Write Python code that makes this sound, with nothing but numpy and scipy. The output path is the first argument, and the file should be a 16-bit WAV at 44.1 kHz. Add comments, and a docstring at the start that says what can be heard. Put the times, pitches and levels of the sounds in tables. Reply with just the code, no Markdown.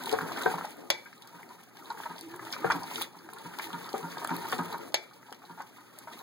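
"""Stirring pasta in a steel pot

A wooden spoon stirs pasta quickly through raw egg in a steel pot on a kitchen hob. Shaped noise and
grains slosh and fizz, swelling sines squelch and pop, and wet noise bursts flop down; the spoon rings
the base's damped modes and twice clacks the wall, and the base groans. Two close microphones are
cross-fed into wide stereo."""
import sys
import numpy as np
from scipy import signal
from scipy.fft import rfft, irfft, next_fast_len
from scipy.io import wavfile
from scipy.ndimage import uniform_filter1d

SR = 44100
rng = np.random.default_rng(int(sys.argv[2]) if len(sys.argv) > 2 else 0)


def store_wav(level_fs):
    """Save 16-bit WAV to argv[1]."""
    pcm = np.round(np.clip(np.atleast_2d(level_fs), -1, 1) * 32767)
    wavfile.write(sys.argv[1], SR, pcm.T.astype(np.int16))


N = 274302
T = np.arange(N) / SR


def amp(db):
    """Decibels to gain."""
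    return 10 ** (np.asarray(db) / 20)


def evened(x):
    """Scales to an rms of 1."""
    return x / np.sqrt(np.mean(x ** 2) + 1e-20)


def peaked(x, size=88):
    """Scales so that the loudest two milliseconds have an rms of 1."""
    return x / np.sqrt(uniform_filter1d(x ** 2, size).max() + 1e-20)


def read(points, hz):
    """Reads a table on a log-frequency axis."""
    f, value = np.transpose(points)
    return np.interp(np.log(hz + 1), np.log(f + 1), value)


def add(mix, s, sound):
    """Adds a sound to the mix at a time."""
    part = mix[max(round(s * SR), 0):][:len(sound)]
    part += sound[:len(part)]


def through(x, response):
    """Convolution, cut to the input's length."""
    return signal.oaconvolve(x, response)[:len(x)]


def colour(points, size=4096):
    """Causal (minimum-phase) impulse response with a given spectrum."""
    log_gain = np.log(amp(read(points, abs(np.fft.fftfreq(size, 1 / SR)))))
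    return np.fft.ifft(np.exp(np.conj(signal.hilbert(log_gain)))).real[:size // 2]


def high_pass(x, hz):
    """Second-order low cut."""
    return signal.sosfilt(signal.butter(2, hz, "high", fs=SR, output="sos"), x)


def band(x, hz, spread):
    """Broad resonance between hz / spread and hz * spread."""
    edges = [hz / spread, hz * spread]
    return signal.sosfilt(signal.butter(2, edges, "band", fs=SR, output="sos"), x)


def swell(t, rise_s):
    """Rises to 1 in the rise time and dies away."""
    u = t / rise_s
    return u * np.exp(1 - u)


def fall(t, t60_s):
    """Exponential decay by 60 dB in t60."""
    return np.exp(-np.log(1000) * t / t60_s)


def ring(modes, detune=1, length=1):
    """Dying sines of a struck object."""
    t = T[:SR // 2]
    return sum(amp(db) * fall(t, t60 * length) * np.sin(2 * np.pi * hz * detune * t)
               for hz, db, t60 in modes)


def bubble(t, hz, rise_s, glide=0.017):
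    """A pocket of air rings while it opens, rising in pitch; silent before t = 0."""
    t = np.maximum(t, 0)
    bend = 1 + glide * np.clip(t / rise_s - 1, -1, 5)
    return swell(t, rise_s) * np.sin(2 * np.pi * hz * np.cumsum(bend) / SR)


def grains(per_s, spread_db, low_hz, high_hz, cycles, count=16):
    """Many tiny bursting films, each a short rising chirp; a few are much larger than the rest."""
    out = np.zeros(N)
    for hz in np.geomspace(low_hz, high_hz, count):
        place, size, chance = rng.random((1000, 3)).T
        hit = chance < per_s * N / SR / count / len(chance)
        size = np.minimum(-np.log(1 - size), 4.5)
        clicks = np.bincount((place * N).astype(int), hit * amp(spread_db * size), N)
        u = T[:int(SR * 4 * cycles / hz) + 8] * hz  # time in cycles
        chirp = swell(u, cycles / 2) * np.sin(2 * np.pi * u * (1 + 0.014 * u / cycles))
        out += np.sqrt(hz) * evened(through(clicks, chirp))
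    return evened(out)


def clumps(per_s, depth_db):
    """A gain that lurches at random as lumps stick and let go."""
    steps = rng.standard_normal(2000)
    return amp(depth_db * np.interp(T * per_s, np.arange(len(steps)), steps))


# air inside the pot: freq_hz, level_db, t60_s
AIR_MODES = [(442, 0, 0.07), (790, -26, 0.18), (941, 3.5, 0.051), (1240, 3, 0.034), (1350, -20, 0.0089),
             (1596, 7, 0.031)]


def hollow(x, ring_db=-5):
    """The pot's air column rings along with whatever sounds inside it."""
    # each mode's level becomes its gain at resonance
    modes = [(hz, db + 20 * np.log10(2 * np.log(1000) / (t60 * SR)), t60) for hz, db, t60 in AIR_MODES]
    in_phase = -signal.hilbert(ring(modes)).imag  # sines to cosines
    return x + amp(ring_db) * through(x, in_phase)


# stirring effort, three bouts with gentle turning between: time_s, effort_db
EFFORT_CURVE = [(0.0, -3), (0.52, 1), (0.76, -15.5), (1.12, -19), (1.5, -15), (1.7, -20.5), (1.83, -12.5),
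                (2.0, -10), (2.25, -14.5), (2.68, -2.5), (2.87, -7.5), (3.03, -7), (3.1, -18.5), (3.6, -8),
                (3.95, -7.5), (4.56, -2.5), (4.75, -7), (5.06, -19.5), (5.88, -18.5), (6.22, -11)]


def effort(s):
    """The stirring effort in dB at the given times."""
    return np.interp(s, *np.transpose(EFFORT_CURVE))


def chance_events(per_s, scatter_db, count=200):
    """Small events strewn in time, louder with the effort: rows of (s, level dB, a free draw 0-1)."""
    wait, free, size = rng.random((count, 3)).T
    s = np.cumsum(-np.log(1 - wait)) / per_s
    db = effort(s) + scatter_db * (2 * size - 1)
    return np.transpose([s, db, free])[s < N / SR]


def hum(hz=120, level_db=-69.5):
    """Mains hum of a kitchen appliance: one steady sine."""
    return amp(level_db) * np.sin(2 * np.pi * hz * T)


# kitchen noise spectrum: freq_hz, level_db
KITCHEN_COLOUR = [(20, -2), (60, -26), (85, -15), (125, -4), (200, 0.5), (450, -5), (1000, -37),
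                  (2500, -36), (6000, -62), (16000, -28)]


def kitchen(level_db=-62.5):
    """Steady background of the kitchen: coloured noise."""
    return amp(level_db) * evened(through(rng.standard_normal(N), colour(KITCHEN_COLOUR)))


# base slips on the hob: start_s, length_s, level_db, start_pitch_hz, end_pitch_hz
BASE_SLIPS = [(2.21, 0.1, -38.5, 343, 310), (2.288, 0.11, -42, 313, 380), (2.36, 0.15, -48.5, 378, 418),
              (2.387, 0.14, -43.5, 323.8, 331), (2.578, 0.15, -39, 307, 330),
              (2.714, 0.094, -37, 336.5, 241), (2.93, 0.092, -47, 257, 216), (2.967, 0.058, -40, 340, 335),
              (3.225, 0.069, -45, 340, 321), (3.642, 0.066, -41, 337, 308), (4.32, 0.079, -38, 263, 315),
              (4.855, 0.075, -45, 320, 293)]


def drag(level_db=-3, flutter=0.29, wobble=0.019, rumble_db=-15, rumble_hz=115):
    """The pot groans over a low rumble as it shifts on the hob; each slip swells, glides and dies."""
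    out = np.zeros(N)
    pressure, speed, rumble = rng.standard_normal((3, N))
    pressure, speed = evened(band(pressure, 25, 2)), evened(band(speed, 18, 2))
    rumble = amp(rumble_db) * evened(band(rumble, rumble_hz, 1.13))
    for s, length_s, db, start_hz, end_hz in BASE_SLIPS:
        t = T[:int(length_s * SR)]
        now = int(s * SR) + np.arange(len(t))
        hz = (start_hz + (end_hz - start_hz) * t / length_s) * (1 + wobble * speed[now])
        groan = (1 + flutter * pressure[now]) * np.sin(2 * np.pi * np.cumsum(hz) / SR)
        add(out, s, amp(db + level_db) * np.sin(np.pi * t / length_s) * (groan + rumble[now]))
    return out


# pasta drops back and jolts the pot: start_s, slap_level_db, rocking_level_db
FLOP_EVENTS = [(0.214, -39, -34), (0.537, -49, -36), (1.34, -52, -48.5), (1.5, -59, -68),
               (2.096, -41, -41.5), (2.744, -34, -34), (3.156, -64, -50), (3.447, -41.5, -40),
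               (3.731, -38.5, -36), (4.028, -38.5, -34), (4.305, -31, -29), (4.587, -29.5, -30),
               (4.727, -38, -62), (5.495, -50.5, -45.5), (5.589, -49.5, -62)]
# whole pot rocking and ringing on the hob: freq_hz, level_db, t60_s
ROCK_MODES = [(170.3, 0, 0.17), (274, -8.5, 0.19), (321.5, -10.5, 0.17), (393, -10.5, 0.22),
              (909, -1, 0.12), (962, 2, 0.14), (1034, -14.5, 0.43), (1200, -17, 0.24), (1407, -7, 0.16)]
# wet body, shared with the sloshing: freq_hz, level_db
SLOSH_COLOUR = [(30, 0), (60, -7), (90, 3), (160, 8.5), (330, 9.5), (480, 1.5), (620, -3.5), (880, 1),
                (1500, -3.5), (2100, -15.5), (3000, -30), (5000, -29)]


def flops(slap_db=0.5, slap_rise_s=0.00054, slap_s=0.028, rock_rise_s=0.0099, spray_db=-11, spray_s=0.0047):
    """Lifted pasta lands in wet spray and a patter of soft blows; the pot rocks and rings under it."""
    out, t = np.zeros(N), T[:SR // 2]
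    body = colour(SLOSH_COLOUR)
    for s, db, rock_db in FLOP_EVENTS:
        blows, spray = rng.standard_normal((2, len(t)))
        patter = blows * (1 - np.exp(-t / slap_rise_s)) * np.exp(-t / slap_s)
        slap = peaked(hollow(through(patter, body), ring_db=4.5))
        spray = peaked(band(spray * np.exp(-t / spray_s), 3300, 1.4))
        rock = ring(ROCK_MODES, rng.uniform(0.99, 1.007)) * (1 - np.exp(-(t / rock_rise_s) ** 2))
        add(out, s, amp(db + slap_db) * slap)
        add(out, s, amp(db + spray_db) * spray)
        add(out, s, amp(rock_db) * peaked(rock))
    return out


# spoon on the base: start_s, level_db, then relative to it upper_ring_db, splash_db, thump_db;
# ring_length_factor
KNOCK_EVENTS = [(0.1265, -16, -29, -21, -17, 0.62), (0.1335, -15.5, -23, -14, -22, 0.82),
                (0.4594, -11.5, 3, -13, -14, 0.96), (2.644, -13, -4, -13.5, -9.5, 0.7),
                (3.940, -16, -32, -21, -25, 0.55), (3.945, -22.5, -23, -11.5, -17, 1.1),
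                (4.529, -19.5, -19, -14, -11, 0.85), (5.3196, -32, -14, -19, -13, 0.41)]
# loaded base, lower and upper ring: freq_hz, level_db, t60_s
BASE_MODES = [(446, 20, 0.032), (463, -2, 0.12), (755.5, 8, 0.12)]
BASE_UPPER_MODES = [(970, 7, 0.025), (1280, 9.5, 0.0058), (1560, 5.5, 0.049)]


def knocks(upper_db=-2.5, contact_s=0.00083, splash_s=0.014, hob_db=-10, thump_hz=175, thump_rise_s=0.011):
    """Spoon hits the base through pasta: a soft blow, a damped ring and a splash; the hob thumps below."""
    out, hob, t = np.zeros(N), np.zeros(N), T[:SR // 2]
    soft = 1 - np.exp(-t / contact_s)
    for s, db, bright_db, splash_db, thump_db, length in KNOCK_EVENTS:
        detune = rng.uniform(0.98, 1.015)
        spatter, shudder = rng.standard_normal((2, len(t)))
        upper = amp(bright_db + upper_db) * peaked(ring(BASE_UPPER_MODES, detune, length))
        body = peaked(ring(BASE_MODES, detune, length)) + upper
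        splash = amp(splash_db) * peaked(band(spatter * np.exp(-t / splash_s), 1016, 1.45))
        thump = peaked(band(shudder * swell(t, thump_rise_s), thump_hz, 1.55))
        add(out, s, -amp(db) * soft * (body + splash))
        add(hob, s, amp(db + thump_db + hob_db) * thump)
    return high_pass(out, 260) + hob  # a small plate radiates little bass


# spoon on the bare wall: start_s, level_db
CLACK_EVENTS = [(0.903, -11.5), (4.9434, -13)]


def rubs(length_s=0.22, level_db=-50, pitch_hz=352, slips_per_s=260):
    """The spoon's edge sticks and slips along the wall on its way to each clack."""
    out, t = np.zeros(N), T[:int(length_s * SR)]
    pressure = np.sqrt(np.sin(np.pi * t / length_s))
    for s, _ in CLACK_EVENTS:
        slips = rng.standard_normal(len(t)) * (rng.random(len(t)) < slips_per_s / SR)
        add(out, s - length_s, amp(level_db) * pressure * evened(band(slips, pitch_hz, 1.6)))
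    return out


# steel wall, also woken by snaps: freq_hz, level_db, t60_s
WALL_MODES = [(471, 2, 0.49), (656, 2.5, 0.29), (822, -8, 0.22), (881, 7, 0.2), (1448, -10, 0.49),
              (1600, 1.5, 0.25), (1780, -10, 0.3), (2130, -15, 0.44), (2297, 5, 0.27), (2296, 0, 0.46),
              (2403, 4, 0.35), (3470, -5, 0.4), (3450, 3, 0.45), (3780, -17, 0.12), (3980, -32, 0.24),
              (4200, -11, 0.57), (4130, -6, 0.34), (4097, -27, 0.2), (4300, -17, 0.32), (4660, -7, 0.24),
              (4750, -1, 0.3), (6300, 1, 0.13), (6620, 13, 0.061)]
# crack of wood on steel: freq_hz, level_db
CRACK_COLOUR = [(60, -19), (200, -7.5), (340, 5.5), (800, 3), (1250, -0.5), (2400, 6), (4200, 8.5),
                (6500, -1), (8500, -8.5), (10500, -0.5), (16000, -15)]


def clacks(level_db=1.0, rattle=0.12, rattle_s=0.0054, bounce=0.3, bounce_s=0.0035,
           wall_db=-22, shimmer_db=-25.0, shimmer_t60_s=0.28):
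    """Wood on bare steel: a hard crack, one quick bounce, a rattle of short modes, then long ones."""
    out, t = np.zeros(N), T[:SR // 3]
    for s, db in CLACK_EVENTS:
        short, long = rng.standard_normal((2, len(t)))
        blow = rattle * band(short, 540, 2.34) * np.exp(-t / rattle_s)
        blow[0] += 1
        add(blow, bounce_s, np.array([bounce]))
        # modes too close to tell apart
        crowd = 0.85 * evened(band(long, 2200, 1.086)) + 0.15 * evened(band(long, 3670, 1.25))
        crowd += evened(band(long, 3000, 1.9))
        add(out, s, amp(db + level_db) * peaked(through(blow, colour(CRACK_COLOUR))))
        add(out, s, amp(db + wall_db) * peaked(ring(WALL_MODES)))
        add(out, s, amp(db + shimmer_db) * peaked(crowd * fall(t, shimmer_t60_s)))
    return out


# thick threads of egg snapping: start_s, pop_level_db, pop_pitch_hz, tick_level_db
THICK_THREADS = [(0.037, -34, 3650, -42), (0.058, -29.5, 3850, -39), (0.0935, -24.5, 3330, -43),
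                 (0.1146, -29.5, 4600, -41), (0.1268, -26, 3740, -39), (0.21, -40, 3720, -58),
                 (0.373, -30, 3600, -58), (0.4227, -35, 3520, -40), (0.434, -28.5, 3520, -48),
                 (0.577, -42, 4170, -63), (0.653, -42, 3970, -48), (0.7068, -45, 3500, -48),
                 (0.769, -62, 4000, -55), (1.222, -38.5, 3770, -56), (1.274, -43, 4300, -52),
                 (1.637, -57, 3900, -53.5), (1.77, -42.5, 3670, -55), (1.857, -41, 3830, -61),
                 (1.903, -35.5, 3960, -61), (2.035, -38, 3440, -69), (2.162, -42, 3890, -66),
                 (2.182, -35, 3400, -62), (2.191, -47, 3500, -49), (2.2105, -35.5, 4600, -43),
                 (2.362, -62, 4000, -47), (2.451, -39, 3840, -50), (2.504, -39, 3770, -65),
                 (2.5258, -24.5, 4860, -56), (2.528, -28, 3200, -44), (2.535, -31, 4200, -51),
                 (2.542, -36, 4330, -56), (2.72, -23, 4400, -45), (2.76, -48, 4000, -47),
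                 (2.833, -33.5, 4800, -49), (2.958, -23.5, 3460, -46), (3.012, -32, 3680, -50),
                 (3.017, -22, 3500, -34.5), (3.022, -24.5, 3820, -32), (3.189, -44, 4500, -68),
                 (3.3343, -43, 3600, -43), (3.385, -37.5, 3930, -50), (3.587, -29, 3680, -41.5),
                 (3.642, -32, 3300, -57), (3.671, -42, 3800, -50), (3.730, -32, 3380, -52),
                 (3.843, -36, 3730, -64), (3.891, -35.5, 4570, -61), (3.930, -33, 3860, -50),
                 (3.98, -46, 3900, -43.5), (4.118, -36, 4450, -58), (4.182, -35, 3710, -56),
                 (4.246, -33, 3970, -38.5), (4.274, -34.5, 3400, -38), (4.365, -34, 4460, -37),
                 (4.469, -36, 3870, -52), (4.486, -39, 3520, -42), (4.496, -34, 4530, -53),
                 (4.5188, -33, 3780, -40), (4.529, -26.5, 3680, -41), (4.582, -35.5, 3800, -47),
                 (4.634, -52, 4000, -50), (4.728, -35.5, 4080, -47), (4.782, -43, 4300, -47),
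                 (4.885, -69, 3970, -55), (5.3257, -35.5, 3140, -48.5), (5.346, -46, 4100, -60),
                 (5.452, -46, 3830, -71), (5.62, -46.5, 4770, -53.5), (5.9876, -45, 3930, -42),
                 (6.191, -41, 3900, -55)]
# thin threads snap at random; levels at 0 dB effort
THREADS_PER_S, THREAD_POP_DB, THREAD_TICK_DB, THREAD_SCATTER_DB = 7, -34.5, -51, 5.5
THREAD_LOW_HZ, THREAD_HIGH_HZ = 3230, 4970


def snaps(rise_s=0.00037, spread=1.32, pop_db=-2, tick_db=7.5, tick_rise_s=0.0001, wall_db=-25):
    """Sticky threads break: a tiny bubble pops, with a bright tick that faintly wakes the steel."""
    out, t = np.zeros(N), T[:SR // 50]
    wall = peaked(ring(WALL_MODES))
    thin = [(s, THREAD_POP_DB + db, THREAD_LOW_HZ + free * (THREAD_HIGH_HZ - THREAD_LOW_HZ),
             THREAD_TICK_DB + db)
            for s, db, free in chance_events(THREADS_PER_S, THREAD_SCATTER_DB)]
    for s, db, hz, crisp_db in THICK_THREADS + thin:
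        splutter, tick = rng.standard_normal((2, len(t)))
        pop = np.sin(2 * np.pi * hz * t) + 0.72 * evened(band(splutter, hz, spread))
        add(out, s, amp(db + pop_db) * peaked(pop * swell(t, rise_s)))
        add(out, s, amp(crisp_db + tick_db) * peaked(band(tick * swell(t, tick_rise_s), 10200, 1.41)))
        add(out, s, amp(db + wall_db) * wall)
    return out


# large air pockets squeezed out of the pasta: start_s, level_db, pitch_hz, swell_s
LARGE_POCKETS = [(0.067, -26, 860, 0.0046), (0.187, -18, 1080, 0.0012), (0.209, -21.5, 990, 0.0009),
                 (0.317, -24.5, 950, 0.0018), (0.374, -29.5, 1320, 0.0037), (0.539, -22.5, 880, 0.0028),
                 (0.581, -25.5, 1039, 0.0037), (0.61, -24, 1060, 0.00087), (0.643, -25, 845, 0.0032),
                 (1.057, -38.5, 1560, 0.0046), (1.128, -38, 1650, 0.00078), (1.342, -43, 1000, 0.0068),
                 (1.392, -44, 987, 0.0045), (1.43, -37, 1830, 0.00064), (1.501, -39, 984, 0.0078),
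                 (1.581, -46.5, 1286, 0.0091), (1.901, -25.5, 918, 0.0058), (1.974, -36, 1550, 0.00084),
                 (2.001, -27.5, 930, 0.0017), (2.033, -33.5, 1410, 0.0024), (2.055, -25, 916, 0.0046),
                 (2.337, -32.5, 1020, 0.0022), (2.393, -31.5, 1230, 0.0017), (2.42, -35, 1052, 0.0048),
                 (2.468, -32.5, 1370, 0.002), (2.534, -28.5, 1580, 0.0025), (2.564, -28.5, 1360, 0.0011),
                 (2.658, -25.5, 1394, 0.007), (2.7, -14, 935, 0.0022), (2.707, -13.5, 1468, 0.0023),
                 (2.716, -16.5, 1104, 0.0026), (2.837, -29.5, 936, 0.0026), (2.912, -27.5, 855, 0.0019),
                 (2.98, -29.5, 1320, 0.002), (3.012, -26, 1176, 0.0015), (3.151, -39.5, 930, 0.0016),
                 (3.288, -34, 1010, 0.0011), (3.327, -37.5, 1016, 0.0034), (3.361, -36.5, 1100, 0.0048),
                 (3.535, -37, 1386, 0.0045), (3.582, -29, 995, 0.0038), (3.594, -25, 920, 0.0016),
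                 (3.596, -26.5, 1720, 0.0015), (3.703, -30.5, 1150, 0.0013), (3.884, -35.5, 876, 0.003),
                 (4.123, -35, 1525, 0.002), (4.171, -26, 900, 0.0014), (4.218, -35, 1100, 0.0038),
                 (4.248, -17.5, 1140, 0.00065), (4.292, -23.5, 1350, 0.0016), (4.311, -25, 968, 0.0043),
                 (4.451, -26, 890, 0.0033), (4.524, -18, 1110, 0.0019), (4.59, -23.5, 940, 0.0018),
                 (4.699, -31.5, 940, 0.0032), (4.723, -29.5, 860, 0.0021), (4.738, -30.5, 1300, 0.0026),
                 (4.742, -26, 939, 0.0042), (5.11, -43, 1170, 0.0021), (5.227, -46, 1350, 0.0023),
                 (5.284, -44, 940, 0.0056), (5.3255, -31.5, 1150, 0.00065), (5.419, -41, 1120, 0.0025),
                 (5.433, -42.5, 834, 0.0057), (5.496, -39, 950, 0.0034), (5.575, -36, 893, 0.007),
                 (5.596, -32.5, 895, 0.0072), (5.602, -28.5, 1030, 0.0043), (5.781, -43, 983, 0.0042),
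                 (6.072, -33, 934, 0.0045)]
# small pockets come at random; level at 0 dB effort
POCKETS_PER_S, POCKET_DB, POCKET_SCATTER_DB, POCKET_SWELL_S = 9, -33.5, 1, 0.0034
POCKET_LOW_HZ, POCKET_HIGH_HZ = 855, 1746


def squelches(froth=0.67, spread=1.45, clean_s=0.012, splutter=0.69, spray_db=-20, level_db=-6, count=5):
    """An air pocket opens among smaller ones; slow ones ring round and clean, quick ones splutter."""
    out, t = np.zeros(N), T[:SR // 10]
    small = [(s, POCKET_DB + db, POCKET_LOW_HZ * (POCKET_HIGH_HZ / POCKET_LOW_HZ) ** (free ** 2),
              POCKET_SWELL_S)
             for s, db, free in chance_events(POCKETS_PER_S, POCKET_SCATTER_DB)]
    for s, db, hz, rise_s in LARGE_POCKETS + small:
        egg, spray = rng.standard_normal((2, len(t)))
        haste = 1 / (1 + (rise_s / clean_s) ** 2)
        neighbours = sum(bubble(t - 2 * late * rise_s, hz * spread ** (2 * size - 0.7), 0.75 * rise_s)
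                         for late, size in rng.random((count, 2)))
        burst = splutter * haste * evened(band(egg, hz, spread))
        burst += amp(spray_db) * evened(band(spray, 2000, 3.2))
        wet = bubble(t, hz, rise_s) + froth * neighbours / np.sqrt(count) + swell(t, rise_s) * burst
        add(out, s, amp(db + level_db) * peaked(wet))
    return hollow(out, ring_db=-21.0)


# sticky lumps peeling away: letting_go_s, level_db
PEEL_EVENTS = [(0.125, -44), (0.71, -55), (2.54, -53), (2.945, -52), (3.027, -40), (3.66, -49.5),
               (4.55, -48), (6.22, -62)]


def peeling(build_s=0.06, release_s=0.012):
    """Gain of the crackle that builds as each lump peels away and dies fast when it lets go."""
    return sum(amp(db) * np.exp(-np.maximum((s - T) / build_s, (T - s) / release_s))
               for s, db in PEEL_EVENTS)


# wet smack and fine fizz spectra: freq_hz, level_db
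SMACK_COLOUR = [(900, -8.5), (1800, 13), (2400, 8.5), (3700, 8), (4700, 6.5), (5800, -8.5), (9000, -25)]
FIZZ_COLOUR = [(2500, -31), (5000, 1), (6500, 3.5), (8000, -1), (10000, 5), (13000, 2.5), (16000, 2.5)]
# level at 0 dB effort; follow in dB per dB of effort
SLOSH_DB, SLOSH_FOLLOWS = -38.5, 1.038
SMACK_DB, SMACK_FOLLOWS = -47, 0.89
FIZZ_DB, FIZZ_FOLLOWS, PEEL_FIZZ_DB = -46.5, 0.81, 2.5


def stirring():
    """Pasta slides over pasta: slosh, wet smacks and fizz from noise and grains, on two sides of the pot."""
    work_db, tearing = effort(T), peeling()
    slosh_gain = amp(SLOSH_DB + SLOSH_FOLLOWS * work_db)
    smack_gain = np.hypot(amp(SMACK_DB + SMACK_FOLLOWS * work_db), tearing)
    fizz_gain = np.hypot(amp(FIZZ_DB + FIZZ_FOLLOWS * work_db), amp(PEEL_FIZZ_DB) * tearing)
    peel = clumps(per_s=79, depth_db=2.5)  # shared by both sides
    sides = []
    for smear in rng.standard_normal((2, 3, N)):
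        blobs = grains(per_s=380, spread_db=2.5, low_hz=378.2, high_hz=1800, cycles=5.45)
        pops = grains(per_s=300, spread_db=2.5, low_hz=2037, high_hz=5800, cycles=2.5)
        prickle = grains(per_s=1200, spread_db=3.0, low_hz=4320, high_hz=14800, cycles=2.8)
        slosh = evened(hollow(through(0.77 * smear[0] + 0.47 * blobs, colour(SLOSH_COLOUR))))
        smack = through(1.22 * smear[1] + 0.38 * pops, colour(SMACK_COLOUR))
        smack = evened(peel * clumps(per_s=45, depth_db=2.5) * smack)
        fizz = evened(peel * through(0.96 * smear[2] + 0.52 * prickle, colour(FIZZ_COLOUR)))
        sides.append(slosh_gain * slosh + smack_gain * smack + fizz_gain * fizz)
    return sides


def echoes(decay, start_s):
    """Dense reflections of energy 1, each band dying at its own speed."""
    hz, t, z = signal.stft(rng.standard_normal(SR // 2), SR, nperseg=128)
    tail = signal.istft(z * fall(t, read(decay, hz)[:, None]), SR, nperseg=128)[1]
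    return np.r_[np.zeros(int(start_s * SR)), tail / np.linalg.norm(tail)]


def scatter(spread_s=.0015, count=80):
    """All-pass path to the second side: frequencies arrive equally loud, each at its own small delay."""
    delay_s = np.interp(np.arange(2049), np.linspace(0, 2048, count), rng.exponential(spread_s, count))
    return irfft(np.exp(-2j * np.pi * np.cumsum(delay_s) * SR / 4096))[:1024]


def roaming(x, path, turns_per_s=2.8, count=5):
    """The spoon circles the pot, so the sound cross-fades through one path after another."""
    place = T * turns_per_s * count
    away = (abs((place - k + count / 2) % count - count / 2) for k in range(count))
    return sum(through(x * np.cos(np.pi / 2 * np.minimum(d, 1)), path()) for d in away)


# echoes of pot and hob, kitchen decay: freq_hz, t60_s
CLOSE_DECAY = [(200, 0.069), (1000, 0.058), (4000, 0.095), (7000, 0.095), (12000, 0.0032)]
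ROOM_DECAY = [(150, 0.56), (300, 0.4), (800, 0.26), (2500, 0.12), (6000, 0.067), (12000, 0.0046)]
# far microphone against the near one: freq_hz, likeness (clipped to 0-1)
LIKENESS = [(60, -2.5), (170, 0.6), (300, 0.58), (450, 0.28), (750, 1.3), (1300, 2), (2000, -2.5),
            (3000, -0.84), (16000, 0.12)]
# far microphone's shading: freq_hz, level_db
FAR_SHADE = [(200, -1.5), (310, 2.5), (430, -7.5), (600, -5), (1000, -8.5), (1600, -8.5), (2500, 0),
             (4000, -1.5), (16000, -6.5)]


def scene(close_db=-10, room_db=-16, groan_far_db=-6):
    """All sounds reach a near and a shaded microphone with echoes of pot, hob and kitchen."""
    hits, groan = squelches() + knocks() + snaps() + rubs() + clacks(), drag()
    hits_by_side = (hits, roaming(hits, scatter))
    groan_by_side = (groan, amp(groan_far_db) * groan)
    heard = []
    for mass, blows, base in zip(stirring(), hits_by_side, groan_by_side):
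        in_pot = mass + flops() + blows
        wet = amp(close_db) * roaming(in_pot, lambda: echoes(CLOSE_DECAY, 0.001231)[:SR // 8])
        wet += amp(room_db) * through(in_pot + base, echoes(ROOM_DECAY, .007))
        heard.append(in_pot + base + wet + hum() + kitchen())
    size = next_fast_len(N + SR // 10)
    (near, other), hz = rfft(heard, size), np.fft.rfftfreq(size, 1 / SR)
    alike = np.clip(read(LIKENESS, hz), 0, 1)
    far = amp(read(FAR_SHADE, hz)) * (alike * near + np.sqrt(1 - alike ** 2) * other)
    return irfft(np.array([near, far]), size)[:, :N]


# share of each microphone subtracted from the other side: freq_hz, share (clipped to 0-1)
CROSSFEED_SHARE = [(400, 0.17), (800, 0.78), (1300, 1), (2500, 1), (16000, 1)]
# output tone: freq_hz, level_db
OUTPUT_TONE = [(300, -0.5), (450, 1), (800, 0.5), (1300, -4), (1650, -2), (2000, 0.5), (3000, -3.5),
               (16000, -3)]


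def record(dry, low_cut_hz=100, delay_s=16 / SR, edge_hz=15900):
    """Stereo widening: each side loses a delayed copy of the other; then tone, low cut and band limit."""
    size = next_fast_len(N + SR // 10)
    ports, hz = rfft(dry, size), np.fft.rfftfreq(size, 1 / SR)
    feed = np.clip(read(CROSSFEED_SHARE, hz), 0, 1) * np.exp(-2j * np.pi * hz * delay_s)
    wide = (ports - feed * ports[::-1]) * amp(read(OUTPUT_TONE, hz))
    cut = high_pass(irfft(wide, size)[:, :N], low_cut_hz)
    edge = signal.firwin(401, edge_hz, window=("kaiser", 8), fs=SR)
    return signal.oaconvolve(cut, edge[None], "same")


dry = scene()
out = record(dry)
store_wav(out)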